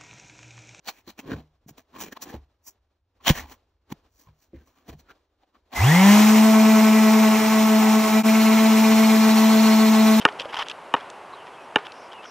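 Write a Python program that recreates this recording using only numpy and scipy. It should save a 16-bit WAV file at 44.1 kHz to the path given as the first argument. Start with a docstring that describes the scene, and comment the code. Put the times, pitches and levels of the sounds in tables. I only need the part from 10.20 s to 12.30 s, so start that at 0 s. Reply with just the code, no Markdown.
"""A slowly fading outdoor hiss and a faint scuff, then at once the slap of a basketball on an open-air hard
court. Three bounces: each is a slap, a short hollow ring of struck modes and a snap as the ball leaves the
ground, plus noise bursts for grit and echo. Soles scuff as dense random grains, stones snap as short noise
bursts, feet and palm knock as single dull modes. Far birds whistle as gliding, randomly warbling sines. The
hiss is coloured noise; hiss and grit differ slightly between the two microphones."""
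import sys
import numpy as np
from scipy import signal
from scipy.fft import rfft, irfft
from scipy.io import wavfile

SR = 44100
rng = np.random.default_rng(int(sys.argv[2]) if len(sys.argv) > 2 else 0)


def inscribe(sig):
    """Save sig as 16-bit PCM at rate SR to the path in sys.argv[1].

    A 1-D sig is mono; a 2-D sig holds one channel per row.
    Samples are clipped to [-1, 1] before scaling.
    """
    pcm = np.round(np.clip(np.atleast_2d(sig).T, -1, 1) * 32767)
    wavfile.write(sys.argv[1], SR, pcm.astype(np.int16))


N = 92610
T = np.arange(N) / SR

# distant traffic and trees: spectrum (frequency [Hz], weight [dB]); level (time [s], level [dB])
AIR_SPECTRUM = [(25, -33), (60, -21), (100, -15.5), (200, -10.5), (380, -2.5), (600, -0.5), (950, 2),
                (1250, -3), (1900, -11), (2900, -13.5), (3700, -22), (4600, -25.5), (6500, -30),
                (9000, -31.5), (11500, -35)]
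AIR_LEVEL = [(0, -39), (.6, -42), (1.1, -42.5), (2.1, -43.5)]
# what the two microphones do not share: (frequency [Hz], weight [dB])
SIDE_SPECTRUM = [(100, -49), (400, -65), (650, -31), (1500, -17), (2400, -48), (3500, -35), (4800, -13),
                 (7500, -27)]
AIR_TOP_HZ, RECORDER_TOP_HZ = 11480, 15500

# bird whistles: (start [s], length [s], start pitch [Hz], end pitch [Hz], level [dB], rms warble [Hz])
WHISTLES = [(1.124, .035, 4100, 3820, -50, 240), (1.167, 0.077, 3200, 2710, -49.5, 141),
            (1.324, 0.044, 3450, 3180, -55, 80), (1.367, .08, 2670, 2405, -52, 70),
            (1.389, 0.083, 5400, 5900, -65, 218), (1.66, 0.055, 2700, 2610, -51, 24.9),
            (1.717, 0.18, 5550, 5280, -56.5, 425), (1.92, 0.078, 2890, 2870, -48.5, 40),
            (1.976, 0.045, 2645, 2660, -45.5, 45), (2.044, 0.074, 5680, 5400, -50, 403)]
# speed of the random warble: (frequency [Hz], weight [dB])
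WARBLE_SPECTRUM = [(150, 2.5), (400, 0.5), (1500, -41)]

# soft knocks of feet and palm: (time [s], level [dB], pitch [Hz])
KNOCKS = [(.207, -23.5, 538), (0.2554, -18, 586), (0.3417, -15, 907), (.3915, -16, 870),
          (1.136, -26.5, 1110), (2.053, -29.5, 1410)]
KNOCK_T60_S = 0.022

# soles and clothes scuffing: (start [s], length [s], level [dB], low grind re scrape [dB])
SCUFFS = [(.008, 0.024, -36, -14), (0.081, 0.014, -37.5, 7), (0.191, 0.033, -34, -22),
          (0.246, 0.016, -47, 1), (0.286, 0.03, -47, 3.5), (0.325, 0.036, -37.5, 3), (.366, .015, -32, 1),
          (0.386, 0.046, -34, 2.5), (0.456, 0.026, -46, 0.5), (0.497, 0.0254, -38, -7),
          (0.801, 0.0098, -42.5, -2.5), (1.265, 0.02, -49, 1.5), (1.649, 0.024, -45, -2),
          (1.914, 0.031, -50.5, 0), (2.028, 0.037, -49, -2)]
# scrape and low grind of the grit: (frequency [Hz], weight [dB])
SCRAPE_SPECTRUM = [(400, -30), (1200, 1), (2200, -7), (3100, 7.5), (4200, -12.5), (5300, -9.5),
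                   (7000, -23.5), (10000, -29.5), (12000, -26), (13500, -62)]
GRIND_SPECTRUM = [(150, -47.5), (500, -9), (900, 10.5), (1500, 7), (2500, 3), (4000, -24), (9000, -44.5)]
# flicker of the grip: (frequency [Hz], weight [dB])
GRIP_SPECTRUM = [(20, -20), (80, -1), (200, -2), (600, -42), (2000, -80)]
SCUFF_EDGE_S, GRIP_FLICKER_RMS_DB = 0.011, 3.5
GRAINS_PER_S, GRAIN_SPREAD_DB = 4900, 4
# grit snapping under a shoe: (time [s], level [dB], t60 [s], tilt [dB per octave])
TICKS = [(0.124, -40, 0.013, 1), (0.197, -17, 0.017, -7.5), (0.2016, -37, .016, 4), (0.344, -29, 0.011, -4),
         (0.3902, -29, 0.011, 0), (0.4148, -36, 0.015, -6), (0.433, -32.5, 0.02, -8),
         (0.4848, -21.5, .007, 1.5), (0.498, -20.5, 0.011, -2.5), (0.5138, -26, 0.015, -7),
         (0.9008, -33.5, 0.014, 10), (1.7203, -35.5, 0.015, 2)]
# a stone snapping, before tilt: (frequency [Hz], weight [dB])
SNAP_SPECTRUM = [(500, -17), (1500, -9), (3200, 18), (5500, 3), (8500, -6.5), (11500, -60)]
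SNAP_RISE_S = 0.00016

# bounces: (landing [s], boom [dB], hollow ring [dB], smack [dB], crack [dB], fizz [dB], pitch [ratio],
#           contact [s], lift-off re landing [dB], flight ring [dB], echo [dB], favoured mode [Hz],
#           starved mode [Hz], crack pitch [ratio])
BOUNCES = [(0.0511, -10, -4, 0, 1.5, -18, 1.025, .0100, -17.5, -4.5, -3, 1250, 1810, 1.056),
           (0.7388, -15.5, -4, -14, -7.5, -28.5, 1.045, 0.0089, -8, -11, -0.5, 1010, 620, 1.09),
           (1.5582, -13, -11, -7, -1, -24.5, 0.984, 0.01, -15, -7.5, -2, 890, 1040, 1.078)]
# centres of boom, hollow ring, smack and crack: (frequency [Hz])
REGISTERS_HZ = [484, 953, 1500, 2730]
# modes of the squashed ball: (untuned pitch [Hz], level [dB], t60 [s])
BALL_MODES = [(165, -7, 0.032), (288, 2, 0.032), (473, 6, 0.026), (583, -32.5, 0.032), (740, 6, 0.01),
              (880.5, -4, 0.055), (1070, -5.5, 0.042), (1224, -14.5, 0.11), (1372, -16, 0.044),
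              (1435, -3, 0.025), (1625, -6.5, 0.027), (1771, -5, 0.036), (2280, -3, 0.014),
              (2680, 7.5, 0.0086), (3370, -2.5, 0.0073)]
# ring of the ball in flight: (pitch [Hz], level [dB], t60 [s])
FLIGHT_MODES = [(414, -20, .11), (977, -33.5, 0.078)]
# grit under the ball, answer of the court: (frequency [Hz], weight [dB])
FIZZ_SPECTRUM = [(1500, -59), (3000, -9.5), (4500, 2), (6500, 2.5), (9000, -7), (12000, -16.5),
                 (16000, -47)]
ECHO_SPECTRUM = [(100, -24), (300, -14), (900, 5.5), (1500, 1), (2100, -4), (2900, -6.5), (4200, -17),
                 (8000, -35), (11500, -62), (13000, -66)]
BUILD_CYCLES, SWELL_S = 1, 0.0018  # attack: cycles of the mode, plus the time the slap takes to build
DAMP_AFTER_S, DAMP_S = 0.0069, 0.00076  # damping starts this long after lift-off; time constant
SPOT_DB, SPOT_WIDTH_HZ = 4.5, 140  # the spot that lands favours one mode and starves another
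SPREAD_MAX_S, SPREAD_HZ = 0.0012, 1450  # the contact patch grows: modes below this pitch start later
FIZZ_RISE_S, FIZZ_T60_S, LIFT_FIZZ_DB = 0.0015, 0.013, -29
NEAR_ECHO_DB, NEAR_ECHO_DELAY_S, NEAR_ECHO_RISE_S, NEAR_ECHO_T60_S = -28, 0.0242, 0.0035, 0.052
FAR_ECHO_DB, FAR_ECHO_RISE_S, FAR_ECHO_T60_S = -39, 0.031, 0.88


def from_db(db):
    """Decibels to gain."""
    return 10 ** (np.asarray(db) / 20)


def rms_one(x):
    """Scale to unit power."""
    return x / np.sqrt(np.mean(x ** 2) + 1e-20)


def filtered(x, spectrum):
    """Weight x by a spectrum, interpolated in dB over log frequency."""
    hz, db = np.transpose(spectrum)
    bins_hz = np.maximum(np.arange(N // 2 + 1) * SR / N, 1)
    weight_db = np.interp(np.log(bins_hz), np.log(hz), db)
    return irfft(rfft(x) * from_db(weight_db), N)


def noise(spectrum):
    """Coloured Gaussian noise of unit power."""
    return rms_one(filtered(rng.standard_normal(N), spectrum))


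def low_pass(x, hz):
    """Steep elliptic low-pass."""
    sos = signal.ellip(8, 0.2, 70, hz, fs=SR, output="sos")
    return signal.sosfilt(sos, x)


def strike(start_s, rise_s, t60_s):
    """Envelope of a blow: sine-squared rise times an exponential decay."""
    age_s = np.maximum(T - start_s, 0)
    rise = np.sin(np.pi / 2 * np.minimum(age_s / rise_s, 1)) ** 2
    return rise * np.exp(-np.log(1000) * age_s / t60_s)


def mode(start_s, hz, t60_s, swell_s=0):
    """One struck resonance, a decaying sine; the swell lengthens its attack."""
    envelope = strike(start_s, swell_s + BUILD_CYCLES / hz, t60_s)
    return envelope * np.sin(2 * np.pi * hz * (T - start_s))


def air():
    """Hiss of distant traffic and trees: coloured noise at a slowly falling level."""
    level_db = np.interp(T, *np.transpose(AIR_LEVEL))
    return from_db(level_db) * noise(AIR_SPECTRUM)


def birds():
    """Far whistles glide in pitch; a quick random warble turns some into buzzes."""
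    out = np.zeros(N)
    for start_s, length_s, start_hz, end_hz, db, warble_hz in WHISTLES:
        along = np.clip((T - start_s) / length_s, 0, 1)
        glide_hz = start_hz + (end_hz - start_hz) * along
        pitch_hz = glide_hz + warble_hz * noise(WARBLE_SPECTRUM)
        breath = np.sqrt(np.abs(np.sin(np.pi * along)))
        out += from_db(db) * breath * np.sin(2 * np.pi * np.cumsum(pitch_hz) / SR)
    return out


def knocks():
    """Dull, short knocks of feet and palm, one mode each."""
    return sum(from_db(db) * mode(s, hz, KNOCK_T60_S) for s, db, hz in KNOCKS)


def grit(spectrum):
    """Dense grains of uneven size crushed under a sole, at unit power."""
    size_db = GRAIN_SPREAD_DB * np.minimum(rng.exponential(1, N), 4)
    grains = from_db(size_db) * rng.choice([-1, 1], N)
    crushed = rng.random(N) < GRAINS_PER_S / SR
    return rms_one(filtered(grains * crushed, spectrum))


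def scuffs():
    """Soles drag over grit; an uneven grip makes the scrape and grind flicker."""
    out, scrape, grind = np.zeros(N), grit(SCRAPE_SPECTRUM), grit(GRIND_SPECTRUM)
    grip = from_db(GRIP_FLICKER_RMS_DB * noise(GRIP_SPECTRUM))
    for start_s, length_s, db, grind_db in SCUFFS:
        inside_s = np.minimum(T - start_s, start_s + length_s - T)
        press = np.clip(inside_s / SCUFF_EDGE_S + 0.5, 0, 1) ** 1.48
        out += from_db(db) * press * grip * (scrape + from_db(grind_db) * grind)
    return out


def stone_snaps():
    """Single stones snap as noise bursts tilted per octave: small stones are brighter."""
    out = np.zeros(N)
    for s, db, t60_s, tilt_db in TICKS:
        tilted = [(hz, weight_db + tilt_db * np.log2(hz)) for hz, weight_db in SNAP_SPECTRUM]
        out += from_db(db) * noise(tilted) * strike(s, SNAP_RISE_S, t60_s)
    return out


def shoes():
    """Shoes on grit: dragging soles plus snapping stones."""
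    return scuffs() + stone_snaps()


def squashed_ball(land_s, lift_s, lift_db, register_db, pitches, strong_hz, weak_hz):
    """Landing and lift-off strike the same modes, which are damped soon after lift-off."""
    out = np.zeros(N)
    damping = np.exp(-np.maximum(T - lift_s - DAMP_AFTER_S, 0) / DAMP_S)
    for k, (hz, db, t60_s) in enumerate(BALL_MODES):
        strong, weak = np.exp(-((hz - np.array([strong_hz, weak_hz])) / SPOT_WIDTH_HZ) ** 2)
        spot_db = SPOT_DB * (strong - weak)
        blow_db = np.interp(np.log(hz), np.log(REGISTERS_HZ), register_db)
        tuned_hz = hz * np.interp(hz, REGISTERS_HZ[2:], pitches)
        late_s = SPREAD_MAX_S / (1 + (hz / SPREAD_HZ) ** 2) ** 2
        landing = mode(land_s + late_s, tuned_hz, t60_s, SWELL_S)
        lift_off = from_db(lift_db) * mode(lift_s, tuned_hz, t60_s, SWELL_S)
        sign = (-1) ** k  # neighbouring modes start in opposite phase
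        out += sign * from_db(db + spot_db + blow_db) * damping * (landing + lift_off)
    return out


def fizz_envelope(land_s, lift_s):
    """Grit under the ball is crushed at landing and, far more weakly, at lift-off."""
    landing = strike(land_s, FIZZ_RISE_S, FIZZ_T60_S)
    return landing + from_db(LIFT_FIZZ_DB) * strike(lift_s, FIZZ_RISE_S, FIZZ_T60_S)


def flight_ring(lift_s):
    """The ball rings freely once it has left the ground."""
    return sum(from_db(db) * mode(lift_s, hz, t60_s) for hz, db, t60_s in FLIGHT_MODES)


def echo_envelope(land_s):
    """The court answers with a short delayed echo and a long, slowly rising one."""
    near = strike(land_s + NEAR_ECHO_DELAY_S, NEAR_ECHO_RISE_S, NEAR_ECHO_T60_S)
    far = strike(land_s, FAR_ECHO_RISE_S, FAR_ECHO_T60_S)
    return from_db(NEAR_ECHO_DB) * near + from_db(FAR_ECHO_DB) * far


def ball():
    """Each bounce sums the squashed ball, grit fizz, flight ring and court echo."""
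    out, fizz, echo = np.zeros(N), noise(FIZZ_SPECTRUM), noise(ECHO_SPECTRUM)
    for (land_s, boom_db, hollow_db, smack_db, crack_db, fizz_db, pitch, contact_s, lift_db,
         ring_db, echo_db, strong_hz, weak_hz, crack_pitch) in BOUNCES:
        lift_s = land_s + contact_s
        register_db = [boom_db, hollow_db, smack_db, crack_db]
        pitches = [pitch, crack_pitch]
        out += squashed_ball(land_s, lift_s, lift_db, register_db, pitches, strong_hz, weak_hz)
        out += from_db(fizz_db) * fizz * fizz_envelope(land_s, lift_s)
        out += from_db(ring_db) * flight_ring(lift_s)
        out += from_db(echo_db) * echo * echo_envelope(land_s)
    return out


def scene():
    """Ball, knocks and birds are central; fresh hiss and grit, in opposite sign, widen the rest."""
    mid = air() + birds() + knocks() + shoes()
    side = filtered(air() + shoes(), SIDE_SPECTRUM)
    background = mid + side * np.array([[1], [-1]])
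    return low_pass(background, AIR_TOP_HZ) + ball()


def record(dry):
    """The hardest slap overloads the recorder, which saturates near full scale; the top is cut."""
    saturated = dry / (1 + dry ** 8) ** (1 / 8)
    return low_pass(saturated, RECORDER_TOP_HZ)


dry = scene()
out = record(dry)
inscribe(out)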